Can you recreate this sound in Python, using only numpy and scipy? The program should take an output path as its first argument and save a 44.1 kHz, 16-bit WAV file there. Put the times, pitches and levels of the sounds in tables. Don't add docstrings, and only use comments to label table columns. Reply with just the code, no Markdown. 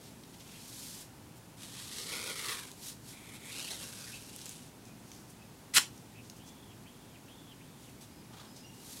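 import sys
import numpy as np
from scipy import signal
from scipy.fft import rfft, irfft
from scipy.io import wavfile
from scipy.ndimage import uniform_filter1d

SR = 44100
rng = np.random.default_rng(int(sys.argv[2]) if len(sys.argv) > 2 else 0)


def store_pcm(level_fs):
    pcm = np.round(np.clip(level_fs, -1, 1) * 32767).astype(np.int16)
    wavfile.write(sys.argv[1], SR, np.atleast_2d(pcm).T)


N = 396900
TIME = np.arange(N) / SR

# freq_hz, gain_db
FIZZ_SPECTRUM = [(4000, -27), (6500, -3.5), (8000, 0.5), (10000, -1.5), (12500, -7), (15500, -26.5)]


def from_db(db):
    return 10 ** (np.asarray(db) / 20)


def unit_rms(x):
    return x / np.sqrt(np.mean(x ** 2) + 1e-20)


def in_time(rows):
    time_s, *columns = np.transpose(rows)
    return [np.interp(TIME, np.sort(time_s), column) for column in columns]


def during(rows):
    return uniform_filter1d(1. * ((TIME >= rows[0][0]) & (TIME <= rows[-1][0])), size=128)


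def at_hz(points, hz):
    freq_hz, value = np.transpose(points)
    return np.interp(np.log(hz + 1e-3), np.log(freq_hz), value)


def coloured(x, spectrum):
    size = 8192
    hz = np.arange(size // 2 + 1) * SR / size
    gain = from_db(at_hz(spectrum, hz)) * np.clip(hz / spectrum[0][0], 1e-2, 1) ** 2
    cepstrum = irfft(np.log(gain))[:size // 2]
    cepstrum[0] = 0
    response = irfft(np.exp(rfft(2 * cepstrum, size)))
    return signal.oaconvolve(x, response / np.linalg.norm(response))[:N]


def resonate(x, hz, width_hz):
    radius = np.exp(-np.pi * width_hz / SR)
    feedback = [1, -2 * radius * np.cos(2 * np.pi * hz / SR), radius ** 2]
    return signal.lfilter(np.array([1, 0, -1]) * (1 - radius ** 2) / 2, feedback, x + 1e-18)


def gliding_resonance(x, hz, width_hz):
    carrier = np.exp(2j * np.pi * np.cumsum(hz) / SR)
    baseband = signal.lfilter(*signal.butter(2, width_hz / 2, fs=SR), x / carrier + 1e-18)
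    return unit_rms(np.real(baseband * carrier))


def wander(rate_hz):
    return 1.2 * np.interp(TIME * rate_hz, np.arange(6000), rng.standard_normal(6000))


def grains(per_s, spread_db, clump_db, clump_hz=140):
    chance, draw = rng.random((2, N))
    born = chance < per_s / SR
    signed = draw[born] - .5
    excess = np.minimum(-np.log(2 * np.abs(signed) + 1e-9), 4.5)
    snaps = np.zeros(N)
    snaps[born] = from_db(spread_db * excess + clump_db * wander(clump_hz)[born]) * np.sign(signed)
    return snaps / np.sqrt(np.abs(uniform_filter1d(snaps ** 2, size=2600)) + 1e-6)


def add(track, start_s, sound):
    start = max(int(start_s * SR), 0)
    track[start:start + len(sound)] += sound[:N - start]


def background(rumble_db=-54, hiss_db=-60.5):
    # freq_hz, gain_db
    rumble_spectrum = [(15, -53), (25, -19), (70, -6), (92, -9.5), (107, 1.5), (129, -1.5), (270, -3),
                       (362, -9.5), (408, -9.5), (444, -13.5), (510, -13), (595, -15.5), (882, -14),
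                       (1100, -18.5), (1500, -23.5), (1950, -64), (3300, -120)]
    hiss_spectrum = [(1000, -18), (1500, 0.5), (2500, -0.5), (4000, -2.5), (7000, -3.5), (10000, -4),
                     (13000, -7.5), (16000, -11)]
    rumble = from_db(rumble_db) * coloured(rng.standard_normal(N), rumble_spectrum)
    return rumble + from_db(hiss_db) * coloured(rng.standard_normal(N), hiss_spectrum)


def room(x, first_echo_s=0.0047):
    # freq_hz, t60_s
    decay_times = [(200, 0.67), (1000, 0.11), (4000, 0.23), (8000, 0.18), (16000, 0.21)]
    t, tail = TIME[:SR // 2], 0
    edges_hz = np.geomspace(125, 16000, 8)
    for low, high in zip(edges_hz, edges_hz[1:]):
        octave = signal.butter(2, [low, high], "band", fs=SR, output="sos")
        band = signal.sosfilt(octave, rng.standard_normal(len(t)))
        t60_s = at_hz(decay_times, np.sqrt(low * high))
        tail = tail + band * np.exp(-np.log(1000) * t / t60_s)
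    tail = tail * (t > first_echo_s)
    return signal.oaconvolve(x, tail / np.linalg.norm(tail))[:N]


def brushes(width_ratio=0.65):
    # centre_s, half_length_s, level_db, centre_hz
    touches = [(.06, .06, -60.5, 4000), (0.237, .005, -50.5, 3600), (.345, 0.013, -56, 3300),
               (.41, 0.022, -55, 3800), (0.542, 0.17, -58.5, 2760), (1.37, .03, -63, 8000),
               (4.87, 0.034, -60, 6000), (5.14, 0.18, -60, 5500), (5.305, 0.043, -60.5, 8000),
               (5.967, 0.1, -63, 6000), (6.26, 0.042, -60, 5470), (6.375, .03, -61, 6000),
               (6.483, 0.041, -58, 5500), (8.4, 0.14, -58, 1080), (8.396, 0.13, -59.5, 3260),
               (8.577, 0.054, -56, 5000)]
    out = np.zeros(N)
    slips = grains(per_s=13000, spread_db=1.5, clump_db=3.0)
    for centre_s, half_s, level_db, hz in touches:
        touch = slips[int((centre_s - half_s) * SR):int((centre_s + half_s) * SR)]
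        brush = unit_rms(resonate(touch, hz, width_ratio * hz))
        add(out, centre_s - half_s, from_db(level_db) * brush * np.hanning(len(touch)))
    return out


def squeaks(fade_s=0.013, glide_s=0.023, stutter_db=2.0):
    # start_s, end_s, held_hz, bend_ratio, level_db
    slides = [(4.058, 4.116, 2150, .25, -64.5), (4.12, 4.19, 2900, 0.17, -58.5),
              (4.85, 4.933, 2490, 0.03, -70), (5.383, 5.442, 2650, 0.049, -68),
              (6.144, 6.215, 2800, 0.16, -63.5), (6.387, 6.74, 3430, 0.33, -68.5),
              (6.85, 7.174, 3400, 0.4, -70.5), (7.275, 7.544, 3450, 0.32, -65.5),
              (7.6, 7.904, 3570, 0.54, -73), (8.0, 8.06, 3500, 0, -68), (8.108, 8.23, 5150, 0.076, -71),
              (8.464, 8.663, 5130, 0.047, -66), (8.626, 8.71, 5700, 0, -66),
              (8.62, 8.718, 2850, 0.021, -61), (8.72, 8.843, 2830, 0, -68.5)]
    out = np.zeros(N)
    slips = rng.standard_normal(N) * from_db(stutter_db * wander(60))
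    for start_s, end_s, held_hz, bend, level_db in slides:
        span = slice(int(start_s * SR), int(end_s * SR))
        t = TIME[span] - TIME[span][0]
        left_s = t[::-1]
        flatness = abs(bend) * (np.exp(-t / glide_s) + np.exp(-left_s / glide_s))
        pitch_hz = held_hz * (1 - flatness)
        clear = gliding_resonance(slips[span], pitch_hz, width_hz=90 + 600 * abs(bend))
        hoarse = gliding_resonance(slips[span], pitch_hz, width_hz=700)
        tone = clear + 6.5 * flatness ** 0.81 * hoarse
        fade = np.minimum(np.minimum(t, left_s) / fade_s, 1)
        add(out, start_s, from_db(level_db) * tone * fade)
    return out


def ticks(decay_s=0.0019, width_ratio=0.61, gain_db=5.5):
    # start_s, level_db, centre_hz
    releases = [(2.4851, -34, 5170), (2.7154, -40, 5500), (3.352, -45, 7390), (4.362, -37, 7950),
                (4.4145, -43, 4410), (4.4573, -37, 7000), (4.493, -35, 8000), (4.8536, -48, 5490),
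                (5.1169, -41, 4660), (6.2988, -41, 5100)]
    out, t = np.zeros(N), TIME[:1024]
    for start_s, level_db, hz in releases:
        burst = rng.standard_normal(len(t)) * np.exp(-t / decay_s)
        tick = resonate(burst, hz, width_ratio * hz)
        add(out, start_s, from_db(level_db + gain_db) * tick / np.abs(tick).max())
    return out


def rubbing(swell_db=23, sag_db_per_s=18, lift_db_per_s=312):
    # start_s, full_pressure_s, lift_s, level_db
    strokes = [(0.0, 0.014, 0.084, -62), (0.168, 0.83, 1.023, -47.5), (2.732, 2.864, 2.897, -44),
               (3.008, 3.076, 3.12, -51.5), (7.73, 7.81, 7.9, -61.5), (8, 8.012, 8.026, -55.5),
               (8.458, 8.556, 8.5, -56), (8.64, 8.916, 9.0, -49.5)]
    # freq_hz, gain_db
    rub_spectrum = [(500, -28), (1500, -10), (2600, -6.5), (4000, 0), (6000, 0), (9500, -1), (12500, -4),
                    (16000, -17)]
    envelope = 0
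    for start_s, full_s, lift_s, level_db in strokes:
        onset_db = swell_db * np.maximum(full_s - TIME, 0) / max(full_s - start_s, 1e-3)
        sag_db = sag_db_per_s * np.maximum(TIME - full_s, 0)
        lift_db = lift_db_per_s * np.maximum(TIME - lift_s, 0)
        envelope = envelope + from_db(level_db - onset_db - sag_db - lift_db)
    return envelope * coloured(grains(per_s=14000, spread_db=1.5, clump_db=1.3), rub_spectrum)


def strip_echoes(snaps, pitch_hz, reflection=0.48):
    trip_samples = SR / (2 * pitch_hz)
    n = np.arange(N)
    return unit_rms(sum((-reflection) ** k * np.interp(n - k * trip_samples, n, snaps) for k in range(5)))


def strip_rasp(snaps, pitch_hz, stutter_db=1.5, width_ratio=0.29):
    wobble = 0.035 * (pitch_hz / 470) ** 2.7
    shaken_hz = pitch_hz * (1 + wobble * wander(149.7))
    jerks = snaps * from_db(stutter_db * wander(60.8))
    return [gliding_resonance(jerks, k * shaken_hz, width_ratio * k * pitch_hz.mean()) for k in (5, 7, 9)]


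def peeling(easy_pull_db=-48, roll_hz=470, roll_width_hz=23, roll_boost_db=5):
    # time_s, level_db
    pulls = [
        [(1.57, -62.5), (1.644, -46), (1.664, -54), (1.832, -45.5), (1.838, -50.5), (2.01, -41.5),
         (2.052, -45.5), (2.15, -40), (2.2, -44.5), (2.306, -40.5), (2.352, -49.5), (2.362, -42.5),
         (2.476, -42), (2.486, -37.5), (2.68, -53), (2.684, -53), (2.75, -65)],
        [(3.12, -58.5), (3.212, -59), (3.362, -52), (3.384, -65), (3.45, -50.5), (3.604, -42.5), (3.692, -45.5),
         (3.714, -39), (3.784, -49.5), (3.818, -41), (3.862, -48.5), (4.17, -49.5), (4.18, -53), (4.352, -54.5),
         (4.36, -52), (4.506, -50.5), (4.7, -62.5)],
    ]
    # time_s, pitch_hz, ring_rel_db, rasp_rel_db
    strips = [
        [(1.62, 370, -11, -19), (1.85, 400, -12.5, -18), (2.07, 438, -14, -17), (2.14, 470, -6.5, -5),
         (2.26, 480, -6.5, -5), (2.43, 424, -5, -9), (2.53, 380, -1.5, -17), (2.65, 328, -8, -16)],
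        [(3.14, 490, -11, 8), (3.35, 463, -9, 7), (3.49, 483, -16, 7), (3.6, 574, -10, -3),
         (3.72, 713, -11.5, 0), (3.81, 600, -9.5, -20), (4.04, 515, -8.5, -26), (4.17, 580, -11, -8),
         (4.5, 590, -17, -15)],
    ]
    # freq_hz, gain_db
    crackle_spectrum = [(1200, -9), (2400, 6), (3200, 10), (4000, 10.5), (5600, 8.5), (6600, 2.5),
                        (9000, -29)]
    strip_spectrum = [(500, -19.5), (850, -9.5), (1130, 1), (1520, 1.5), (1850, -3), (2300, 3), (2900, -4),
                      (4200, -17.5)]
    roll_spectrum = [(200, -28), (350, 1.5), (460, 5), (650, 2.5), (900, 6), (1500, -28.5)]
    snaps = grains(per_s=4500, spread_db=3.0, clump_db=1.5)
    level_db, = in_time(np.vstack(pulls))
    pitch_hz, ring_db, rasp_db = in_time(np.vstack(strips))
    effort_db = level_db - easy_pull_db

    fifth, seventh, ninth = strip_rasp(snaps, pitch_hz)
    rasp = from_db(rasp_db) * (fifth + from_db(-1.5) * seventh)
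    crackle = from_db(-2) * coloured(snaps, crackle_spectrum) + from_db(-11) * ninth
    glue = from_db(level_db - 3) * (crackle + rasp) / np.hypot(1, from_db(rasp_db))
    fizz = from_db(-52.5 + 0.87 * effort_db) * coloured(snaps, FIZZ_SPECTRUM)

    waves = strip_echoes(snaps, pitch_hz)
    strip = from_db(level_db + ring_db - 1.1) * coloured(waves, strip_spectrum)
    in_tune = np.exp(-((pitch_hz - roll_hz) / roll_width_hz) ** 2)
    roll = from_db(-68 + 1.64 * effort_db + roll_boost_db * in_tune) * coloured(waves, roll_spectrum)
    return sum(map(during, pulls)) * (glue + fizz + strip + roll)


def tearing(peak_threads_per_s=1080, jitter=0.1, fibre_s=0.00079, part_s=5.783, flap_s=0.0027):
    # time_s, level_db, fizz_rel_db
    rip = [(5.737, -39.5, -6), (5.749, -32, 5), (5.769, -20, -6), (5.785, -22, -3.5)]
    # freq_hz, width_hz, gain_db
    tones = [(1970, 55, 6), (2980, 110, -15), (4103, 45, 3), (5290, 50, 3), (7200, 60, 9)]
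    # freq_hz, gain_db
    cloth_spectrum = [(120, -18), (400, -21), (800, -21), (1300, -4.5), (1900, -2), (3000, 0), (4200, -1),
                      (5600, -3), (7000, -8), (10000, -23)]
    flap_spectrum = [(150, -15), (450, -12), (740, -10.5), (960, -1.5), (1200, -2), (1700, -5),
                     (2600, -19.5)]
    level_db, fizz_db = in_time(rip)
    threads_per_s = peak_threads_per_s * from_db(0.16 * (level_db - level_db.max()))
    broken_count = np.floor(np.cumsum(threads_per_s * (1 + jitter * wander(600))) / SR)
    breaks = np.diff(broken_count, prepend=0)
    bursts = signal.lfilter([1], [1, -np.exp(-1 / (fibre_s * SR))], breaks)
    envelope = unit_rms(bursts / np.sqrt(threads_per_s)) * from_db(level_db) * during(rip)
    cloth_force, fizz_force, flap_force = envelope * rng.choice([-1, 1], (3, N))

    cloth = coloured(cloth_force, cloth_spectrum)
    ringing = sum(from_db(gain_db) * resonate(cloth, hz, width_hz) for hz, width_hz, gain_db in tones)
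    fizz = coloured(fizz_force * from_db(fizz_db), FIZZ_SPECTRUM)
    looseness = from_db(-17.5) + from_db(-4.5) * np.exp(-np.abs(TIME - part_s) / flap_s)
    flap = coloured(flap_force * looseness, flap_spectrum)
    return from_db(-0.9) * (from_db(-0.2) * (cloth + ringing) + fizz + flap)


def scene(reverb_db=-9.5):
    hands = rubbing() + peeling() + tearing() + ticks() + brushes() + squeaks()
    mono = hands + from_db(reverb_db) * room(hands) + background()
    return np.array([mono, mono])


def record(dry):
    cutoff_hz = 15800
    return signal.sosfilt(signal.ellip(12, .1, 80, cutoff_hz, fs=SR, output="sos"), dry)


dry = scene()
out = record(dry)
store_pcm(out)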